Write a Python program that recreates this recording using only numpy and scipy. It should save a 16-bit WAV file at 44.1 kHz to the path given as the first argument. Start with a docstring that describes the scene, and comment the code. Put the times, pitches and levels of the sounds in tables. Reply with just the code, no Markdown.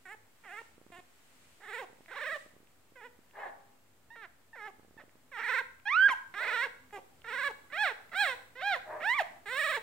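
"""A newborn puppy whimpers on a carpet just below a hand-held phone: short quavering cries, then louder arched ones.
Each cry is a source and a filter: puffs of air at the pitch of the vocal folds, coloured by an opening and shutting mouth.
A hand strokes the fur and lips click nearby, as filtered noise and damped tones; finger ticks on the phone are short pulses.
A grown dog barks three times from another room, mostly as reverberation built from decaying noise.
The room answers the cries, and its own tone is shaped noise over wavering hum."""
import sys
import numpy as np
from scipy import signal
from scipy.fft import rfft, irfft, next_fast_len
from scipy.io import wavfile
from scipy.ndimage import uniform_filter1d, map_coordinates

SR = 44100
rng = np.random.default_rng(int(sys.argv[2]) if len(sys.argv) > 2 else 0)


def put_to_file(sound):
    """Save the sound as 16-bit audio at rate SR, in the file named by the first command-line argument."""
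    columns = np.atleast_2d(sound).T  # one column per channel
    safe = np.clip(columns, -1, 1)
    whole_steps = np.round(safe * 32767)
    wavfile.write(sys.argv[1], SR, whole_steps.astype(np.int16))


N = 433062
T = np.arange(N) / SR  # time in seconds


def amp(db):
    """The decibel law: pressure ratio of a level in dB."""
    return 10 ** (np.asarray(db) / 20)


def unit(x):
    """Normalisation by mean power: x at rms 1."""
    return x / np.sqrt(np.mean(x ** 2) + 1e-20)


def along(points, hz):
    """Linear interpolation of (Hz, value) points on a logarithmic frequency axis."""
    f, v = np.transpose(points)
    return np.interp(np.log(hz + 1), np.log(f + 1), v)


def wobble(rate):
    """Slow random fluctuation: a spline through normal random knots, rate of them a second."""
    coarse = T[::16]
    knots = rng.standard_normal(int(N * rate / SR) + 4)
    return np.interp(T, coarse, map_coordinates(knots, [coarse * rate]))


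def filtered(x, response):
    """Linear filtering: the spectrum of x times a complex response of frequency."""
    m = next_fast_len(N + SR // 2)
    hz = np.fft.rfftfreq(m, 1 / SR)
    return irfft(rfft(x, m) * response(hz), m)[..., :N]


def causal(points):
    """Minimum phase: folding the cepstrum of (Hz, dB) points gives a response that never precedes its cause."""
    def response(hz):
        cepstrum = irfft(np.log(amp(along(points, hz))))
        half = len(cepstrum) // 2
        cepstrum[1:half] *= 2
        cepstrum[half + 1:] = 0
        return np.exp(rfft(cepstrum))
    return response


def steady(x, seconds):
    """Level equalisation: x divided by its running rms."""
    power = abs(uniform_filter1d(x ** 2, int(seconds * SR)))
    return x / np.sqrt(power + 1e-12)


def tail(t60_scale):
    """Diffuse reverberation: stereo noise decaying exponentially at its own speed in each band, unit energy on the left."""
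    # Each row: frequency in Hz, time in seconds to fall 60 dB, before t60_scale.
    decay_times = [(300, 0.6), (3000, 0.45), (15000, 0.79)]
    hz, t, z = signal.stft(rng.standard_normal((2, SR // 2)), SR, nperseg=256)
    t60 = t60_scale * along(decay_times, hz)[:, None]
    ring = signal.istft(z * amp(-60 * t / t60), SR, nperseg=256)[1]
    return ring / np.linalg.norm(ring[0])


def room_tone():
    """Partly coherent noise: rumble and hiss, least alike at the two ports in the treble, over a wavering hum."""
    # Spectrum of the air noise. Each row: frequency in Hz, relative density in dB per Hz.
    air_colour = [(20, -50), (45, -19.5), (80, -12), (316, -10.5), (1780, -13.5), (3680, -19),
                  (6000, -22.5), (7800, -18.5), (10000, -23.5), (15700, -22)]
    # Course of the noise. Each row: time in seconds, rumble level in dB (60-200 Hz), hiss level in dB (5-12 kHz).
    air_level = [(0, -78, -75), (6, -75.5, -75), (9.82, -69, -71.5)]
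    # Left-right coherence. Each row: frequency in Hz, correlation from 0 to 1.
    likeness = [(60, 0.72), (200, 0.55), (640, 0.6), (3000, .01)]
    # An appliance. Each row: frequency in Hz, nominal level in dB (shifted and wavering below).
    hum_tones = [(75, -81.5), (105, -78), (257, -75.5)]

    def mid_and_side(hz):
        # the cosine of twice this angle is the correlation of left and right
        angle = np.arccos(np.clip(along(likeness, hz), -1, 1)) / 2
        return amp(along(air_colour, hz)) * [np.cos(angle), np.sin(angle)]

    mid, side = filtered(rng.standard_normal((2, N)), mid_and_side)
    pair = np.array([mid + side, mid - side])
    low = filtered(pair, lambda hz: 1 / (1 + (hz / 300) ** 2))

    def band_rms(lo, hi):
        """Mean power of the noise pair between two frequencies in Hz, as an rms."""
        return np.std(filtered(pair, lambda hz: (hz > lo) & (hz < hi)))

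    s, rumble_db, hiss_db = np.transpose(air_level)
    rumble = low / band_rms(60, 200) * amp(np.interp(T, s, rumble_db) + .8 * wobble(4))
    hiss = (pair - low) / band_rms(5000, 12000) * amp(np.interp(T, s, hiss_db) + .6 * wobble(3))
    hum = np.zeros(N)
    for hz, db in hum_tones:
        level = amp(db - 3.5 + 5.9 * wobble(12))
        hum += level * np.sin(2 * np.pi * hz * T + 1.3 * wobble(5.4))
    return rumble + hiss + hum


def rustle():
    """Friction noise: a hand strokes the puppy's fur in uneven strokes."""
    # Spectrum of the friction. Each row: frequency in Hz, relative density in dB per Hz.
    fur = [(700, -8.5), (2300, -2), (3700, -7), (6000, -11.5), (7900, -6.5), (15700, -26)]
    # Strength of the stroking. Each row: time in seconds, mean level in dB.
    strokes = [(0, -71), (.3, -77), (.6, -64), (.8, -76.5), (1.1, -71.5), (1.45, -65.5), (1.9, -73),
               (2.4, -61.5), (2.8, -99)]
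    rub = unit(filtered(rng.standard_normal((2, N)), lambda hz: amp(along(fur, hz))))
    return rub * amp(np.interp(T, *np.transpose(strokes)) + 1.2 * wobble(3.7))


def folds(pitch_hz, fall, uneven_db, noisy, count):
    """Glottal source: harmonics each weaker by fall, blended with noise gated once a cycle."""
    turn = np.exp(2j * np.pi * np.cumsum(pitch_hz) / SR)
    drift = [amp(uneven_db * wobble(30)) for _ in range(5)]
    partial, puffs = turn, np.zeros(N)
    for k in range(1, count):
        puffs += partial.real * drift[k % len(drift)] * (k * pitch_hz < 16000)
        partial = partial * turn * fall
    gate = (.5 + .5 * turn.real) ** 2
    noise = 13.0 * gate * rng.standard_normal(N)
    return (1 - noisy) * puffs + noisy * noise, noise


def quaver():
    """Frequency modulation: the share by which the pitch swings about its contour."""
    # Spells of trembling pitch. Each row: start in seconds, end in seconds, time of a crest in seconds,
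    # period in seconds, first swing and last swing as shares of the pitch.
    spells = [(1.627, 1.812, 1.642, .0513, .11, .07), (2.085, 2.36, 2.122, .051, 0.22, .05),
              (5.367, 5.619, 5.4, .049, 0.1, 0.08946), (6.416, 6.581, 6.432, .057, 0.1296, 0.067),
              (7.26, 7.461, 7.288, .053, .09, 0.067), (9.586, 9.775, 9.598, .053, .06, .1)]
    fade_s = .012
    swing = np.zeros(N)
    for start, end, crest, period, first, last in spells:
        fade = np.clip(np.minimum(T - start, end - T) / fade_s, 0, 1)
        depth = np.interp(T, [start, end], [first, last])
        swing += fade * depth * np.cos(2 * np.pi * (T - crest) / period)
    return swing


def puppy():
    """Source and filter: puffs at the pitch pass a mouth that opens and shuts; fold buzz and breath hiss above."""
    # One list per cry, without its quaver. Each row: time in seconds, fold pitch in Hz, level in dB.
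    contours = [
        [(.053, 391.6, -49.5), (.078, 359, -51.5), (.127, 437, -46.5), (.152, 429, -52.5)],
        [(.435, 475.6, -59), (.46, 412, -52.5), (.5, 337.6, -49), (.54, 418.6, -46), (.56, 414.4, -47.5),
         (.593, 462.5, -43), (.609, 451, -55), (.62, 466, -46)],
        [(.918, 356, -52.5), (.958, 338.3, -52.5), (.97, 376.6, -52.5), (.99, 355, -53.5), (1.006, 366, -52)],
        [(1.6, 374.4, -62.5), (1.634, 395, -53), (1.7, 398.7, -46), (1.744, 455, -41), (1.81, 510.6, -42.5),
         (1.826, 400, -43), (1.85, 332, -49.5)],
        [(2.08, 330, -54), (2.122, 445, -47.5), (2.18, 505.5, -42), (2.256, 570.6, -38), (2.348, 627, -37.5),
         (2.362, 594, -39), (2.378, 534, -49)],
        [(2.955, 540, -54.5), (2.977, 490, -54.5), (3.001, 491, -55.5), (3.021, 404, -52),
         (3.059, 507.6, -48.5), (3.073, 478, -51.5), (3.087, 450, -67)],
        [(3.36, 420, -58), (3.385, 394, -56.5), (3.4, 436, -50), (3.424, 429, -53.5), (3.475, 354, -52.5),
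         (3.5, 334.5, -57)],
        [(4.102, 902, -51.5), (4.156, 957, -56.5), (4.16, 467, -52), (4.206, 449, -52.5), (4.238, 393.5, -47.5),
         (4.256, 331.3, -48.5), (4.272, 340, -74)],
        [(4.53, 913, -51), (4.554, 893, -52), (4.558, 548, -51), (4.578, 471, -50.5), (4.62, 407.4, -46),
         (4.664, 438, -43.5), (4.684, 397, -45.5), (4.705, 372, -54)],
        [(4.975, 910, -54), (4.998, 862, -53.5), (5.016, 538, -55), (5.04, 739, -69)],
        [(5.315, 600, -53), (5.33, 523.3, -49.5), (5.35, 479.5, -44.5), (5.387, 420.7, -39.5),
         (5.423, 425, -38.5), (5.501, 475.5, -32.5), (5.593, 494.8, -31), (5.62, 473, -43.5)],
        [(5.853, 798, -45.5), (5.877, 834, -31.5), (5.899, 990, -32), (5.977, 1472, -24.5), (6.065, 1637, -19),
         (6.083, 1499, -28), (6.105, 1054, -32), (6.119, 1050, -29.5), (6.14, 848, -36)],
        [(6.338, 326, -42), (6.358, 410.7, -44.5), (6.378, 403.3, -37.5), (6.415, 492.4, -36),
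         (6.44, 459.2, -35.5), (6.604, 471.8, -32.5), (6.646, 567.7, -31.5), (6.675, 408.5, -46)],
        [(6.925, 406, -48.5), (6.943, 418, -44), (6.978, 382.8, -43.5), (7.0, 415.7, -54.5)],
        [(7.242, 468, -43.5), (7.254, 457, -50), (7.29, 442, -41.5), (7.36, 510, -37), (7.452, 549.7, -33.5),
         (7.478, 570.5, -31), (7.496, 456.5, -46.5), (7.515, 411, -41)],
        [(7.7, 504, -50), (7.71, 496, -59.5), (7.734, 582, -39.5), (7.762, 668, -38), (7.784, 811, -34.5),
         (7.826, 871.5, -27.5), (7.88, 564.6, -31.5), (7.928, 398.5, -45)],
        [(8.115, 676, -50.5), (8.142, 626, -41), (8.159, 743, -35.5), (8.215, 851.5, -26), (8.249, 714, -30.5),
         (8.279, 550.6, -32.5), (8.33, 483.7, -38.5), (8.352, 505, -49)],
        [(8.553, 475, -51.5), (8.579, 516.4, -48), (8.607, 515, -43.5), (8.629, 750, -36.5), (8.679, 834, -30),
         (8.709, 787, -30.5), (8.742, 684, -29.5), (8.767, 491.6, -41), (8.79, 507, -58)],
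        [(9.0, 434, -47), (9.056, 796, -32), (9.1, 955, -27.5), (9.132, 1019, -29), (9.156, 1201, -35.5),
         (9.176, 1149, -34.5), (9.194, 920, -26), (9.208, 693, -28), (9.225, 572.3, -37.5)],
        [(9.456, 430, -48), (9.474, 390.4, -41.5), (9.508, 485.4, -39), (9.532, 521.8, -36),
         (9.55, 514.6, -37.5), (9.594, 601, -31), (9.7, 603, -32.5), (9.76, 528.4, -34), (9.782, 435, -37.5),
         (9.8, 447, -63)],
    ]
    # One row per cry: time in seconds when the lips start to shut, widest mouth from 0 to 1, gain in dB near
    # 2.6 kHz, gain in dB near 3.8 kHz and treble in dB relative to the level (both before effort and lips).
    cries = [(0.137, 0.89, 2, -7, -17), (.602, 0.79, 7, -13, -21), (.99, 0.55, 8, 1, -15),
             (1.808, 0.77, 1, 3, -18), (2.353, 0.86, -1.5, 3, -23), (3.069, 0.71, 3.5, -7, -22),
             (3.478, 0.74, 1.5, 1, -23), (4.255, 0.86, 1.5, 0.5, -37), (4.675, 0.85, -6, -6.5, -27),
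             (5.015, 0.85, 0, 1, -32), (5.603, 0.96, 1, 0, -25.5), (6.097, 0.98, 4.5, 1.5, -37.5),
             (6.652, 0.97, 0.5, 4, -24.5), (6.958, 0.58, 2, -8, -18.5), (7.481, .95, -2, 4, -22.5),
             (7.905, 0.89, 4.5, 6, -24.5), (8.328, 0.92, 1, 9, -19.5), (8.752, 0.78, 1.5, 8, -28),
             (9.197, .8, 6, 4, -26.5), (9.764, .88, -0.5, 8, -17)]
    # The voice breaks into noise. Each row: centre in seconds, width in seconds (at 1/e), added noise share 0-1.
    breaks = [(0.452, 0.02017, 0.41), (1.614, .03, 0.77), (2.084, 0.021, .2), (5.005, 0.033, .3),
              (5.418, .024, 0.53), (6.091, .014, 0.28), (6.988, 0.01846, .9), (7.243, 0.013, .5),
              (7.721, .015, .4), (8.136, 0.018, 1), (9.011, 0.018, 0.5)]
    # Throat and mouth with lips nearly shut, then wide open. Each row: frequency in Hz, relative gain in dB.
    shut_mouth, open_mouth = [(100, -73), (250, -6), (400, 0.5), (800, 5.5), (1100, 0.5), (1650, -21.5),
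                              (2500, -9.5), (3300, -16.5), (5300, -21), (15700, -36.5)], [(100, -66.5), (250, -12.5), (450, -21.5), (900, -11.5),
                                            (1400, -3.5), (1900, 0), (2500, -12), (3100, -22), (3800, -20),
                                            (4300, -24.5), (5000, -31.5), (5800, -22.5), (8200, -66.5),
                                            (15700, -65)]
    # Colour of the high buzz of the puffs. Each row: frequency in Hz, relative gain in dB.
    buzz_colour = [(4000, -39.5), (5800, -24), (7300, 1.5), (8700, 0), (9960, -10.5), (11300, -4.5),
                   (12700, -18), (15000, -10), (15700, 1.5)]
    open_s, open_from = 0.12, 0.94  # widening time, from this share of the widest
    shut_s, shut_to = 0.017, .06  # shutting time, down to this share
    shut_dull_db = -7  # shut lips muffle the upper partials
    puff_db, puff_s = -15.5, 0.013  # air escapes as the lips meet
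    quaver_db = 12  # level change per unit of swing
    hollow = .65  # share a side pocket of the throat takes out near 5.4 kHz

    level, mouth, cheek, facing, treble, puff = np.zeros((6, N))
    for contour, (shut_at, widest, cheek_db, facing_db, treble_db) in zip(contours, cries):
        s, _, db = np.transpose(contour)
        span = slice(round(s[0] * SR), round(s[-1] * SR))
        t = T[span]
        shut = np.clip((t - shut_at) / shut_s, 0, 1)
        opening = np.interp(t, [s[0], s[0] + open_s], [open_from, 1]) * (1 - (1 - shut_to) * shut)
        mouth[span] = np.clip(widest * opening, 0, 1)
        edge = np.clip(np.minimum((t - s[0]) / 0.0027, (s[-1] - t) / 0.0022), 0, 1)
        level[span] = edge * amp(np.interp(t, s, db))
        effort_db = np.interp(t, s, db - db.max())  # a harder push sharpens the puffs
        cheek[span] = amp(cheek_db)
        facing[span] = amp(facing_db + 0.18 * effort_db + shut_dull_db * shut)
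        treble[span] = amp(treble_db + shut_dull_db * shut)
        puff[span] = amp(puff_db) * np.exp(-(2 * (t - shut_at - shut_s / 2) / puff_s) ** 2)

    swing = quaver()
    level = level * amp(quaver_db * swing)
    pitch = np.interp(T, *np.concatenate(contours).T[:2])
    pitch = uniform_filter1d(uniform_filter1d(pitch, size=330), size=330)  # the folds round off each turn
    pitch = pitch * (1 + swing + 0.0056 * wobble(150))

    slack = np.clip(550 / pitch, 0, 1) ** 2.0  # slack folds flutter and leak more
    noisy = 0.079 * slack
    for s, length, share in breaks:
        noisy += share * np.exp(-(2 * (T - s) / length) ** 2)
    # tightly stretched folds barely close, so high cries are purer
    fall = amp(-8 * np.clip(np.log2(pitch / 1000), 0, 2))
    air, breath = folds(pitch, fall, 2.2, np.clip(noisy, 0, 1), count=38)
    air = air * amp(1.5 * slack * wobble(200))
    voice = mouth * filtered(air, causal(open_mouth)) + (1 - mouth) * filtered(air, causal(shut_mouth))

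    def bands(hz):
        above = [1 / (1 + (edge_hz / (hz + 1)) ** 10) for edge_hz in (2200, 3050, 4500, 6600)]
        return -np.diff(above, axis=0)

    def breath_bands(hz):
        return np.exp(-((hz - np.c_[[3400, 2300]]) / np.c_[[900, 1300]]) ** 2)

    # the upper partials beam forward, so they follow the turn of the head
    middle, upper, pocket = filtered(voice, bands)
    leak, escape = map(unit, filtered(breath, breath_bands))
    shaped = voice + (cheek - 1) * middle + (facing - 1) * upper - hollow * pocket
    voice = steady(shaped, 0.0068)
    voice = voice + amp(-27) * facing * slack * leak + puff * escape
    buzz = steady(filtered(air + 0.14 * breath, causal(buzz_colour)), 0.03)
    return level * -(voice + treble * buzz)


def ticks():
    """Impulsive contact: each finger tick is a short push on the case with a sharp edge, stronger at the right port."""
    # The clearest finger ticks. 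Each row: time in seconds, nominal level in dB (2 dB comes off below).
    clear_ticks = [(0.781, -42.5), (0.8154, -41.5), (0.866, -40.5), (0.9037, -42), (.9873, -43),
                   (1.9312, -43.5), (2.0078, -41.5), (2.331, -39.5), (2.463, -41), (2.5664, -42),
                   (2.9225, -47), (3.191, -44), (4.7965, -42.5), (4.849, -43.5), (4.91, -44), (4.9687, -43),
                   (5.0386, -42), (5.156, -45.5)]
    # Spells of fainter ticks. Each row: start in seconds, end in seconds.
    regrips = [(1.89, 1.96), (2.5, 2.66), (4.75, 5.1)]
    faint_db, faint_gap_s = -48, .06  # nominal level and mean spacing
    faint = []
    for start, end in regrips:
        for s in np.arange(start, end, faint_gap_s):
            faint.append((s + faint_gap_s * rng.random(), faint_db))
    events = clear_ticks + faint
    sound, t = np.zeros(N + SR), np.arange(-300, 300) / SR
    for (s, db), scatter in zip(events, rng.standard_normal((len(events), 2))):
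        u = t * 310 * amp(1.2 * scatter[0])  # cycles of the push, near 310 Hz
        push = -np.sin(2 * np.pi * u) * np.exp(-(u / 0.33) ** 2)
        edge = amp(-4 + 2 * scatter[1]) * np.exp(-(t / .0002) ** 2)
        sound[round(s * SR) - 300:][:len(t)] += amp(db - 2) * (push + edge)
    return sound[:N] * amp([[-8], [0]])  # left, right


def smacks():
    """Damped oscillation: small wet clicks near 2.2 kHz as the lips part."""
    # Partings of the lips. Each row: time in seconds, nominal level in dB (8.5 dB is added below).
    partings = [(2.061, -51.5), (2.6732, -61), (3.3114, -60), (5.0946, -58.5), (5.8, -57), (6.9087, -54),
                (7.2195, -54), (8.0949, -54)]
    sound, t = np.zeros(N + SR), np.arange(300) / SR
    for (s, db), scatter in zip(partings, rng.standard_normal((len(partings), 1))):
        decay = amp(db + 8.5 - 60 * t / 0.0045)  # falls 60 dB in 4.5 ms
        click = decay * np.sin(2 * np.pi * 2200 * amp(1.6 * scatter) * t)
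        sound[round(s * SR) - 20:][:len(t)] += click
    return sound[:N]


def far_dog():
    """Reverberant field: hoarse barks through muzzle resonances arrive mostly as reverberation."""
    # Each row: start in seconds, nominal level in dB, length in seconds, nominal pitch in Hz, mouth resonance in Hz.
    barks = [(3.33, -42.5, 0.18, 406.3, 780), (6.368, -42.5, .16, 605.4, 636),
             (8.855, -41.5, 0.162, 608.3, 618)]
    # Upper resonances of the muzzle. Each row: frequency in Hz, width in Hz, gain in dB.
    upper_modes = [(1150, 300, -4), (1700, 280, -3)]
    sound = np.zeros((2, N))
    for s, db, length, hz, mouth_hz in barks:
        modes = [(mouth_hz, 380, 0)] + upper_modes

        def muzzle(f):
            resonances = 0
            for k, (centre, width, gain_db) in enumerate(modes):
                damping = 1j * f * width
                resonances = resonances + (-1) ** k * amp(gain_db) * damping / (centre ** 2 - f * f + damping)
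            return resonances / (1 + (f / 2100) ** 6) / (1 + (350 / (f + 1)) ** 4)

        u = np.clip((T - s) / length, 0, 1)  # progress through the bark
        air = folds(hz * (1.03 - 0.0501 * u), 0.68, 3.1, 0.52, count=6)[0]
        bark = amp(db) * np.sin(np.pi * u) * unit(filtered(air, muzzle))
        sound += .8 * bark + signal.fftconvolve(bark[None], tail(1.1), axes=1)[:, :N]
    return sound


def scene():
    """Superposition: the near puppy reaches the two ports unequally and rings on in the room, among the other sounds."""
    # The puppy at the two ports. Each row: frequency in Hz, left minus right in dB.
    balance = [(60, -14.5), (700, 0), (1290, -7.5), (4400, -7), (8120, 1.5), (15000, -3.5)]
    # Phase between the ports. Each row: frequency in Hz, lead of the left in radians.
    lead = [(100, 0), (1380, -.25), (2070, .35), (3700, 1.), (6030, 1.45), (15700, 1.75)]
    cry = puppy() + smacks()
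    sides = np.array([[.5], [-.5]])  # half of each difference goes to either port

    def ports(hz):
        return amp(sides * along(balance, hz)) * np.exp(1j * sides * along(lead, hz))

    direct = filtered(cry, ports)
    delayed = np.pad(cry, (400, 0))  # samples, about 9 ms
    answer = signal.fftconvolve(delayed[None], tail(1.0), axes=1)[:, :N]
    return direct + amp(-9) * answer + far_dog() + ticks() + rustle() + room_tone()


def record(dry):
    """Band limitation: the phone keeps nothing above its top frequency and sits slightly off zero."""
    top_hz = 15780
    return filtered(dry, lambda hz: hz < top_hz) - .0005


dry = scene()
out = record(dry)
put_to_file(out)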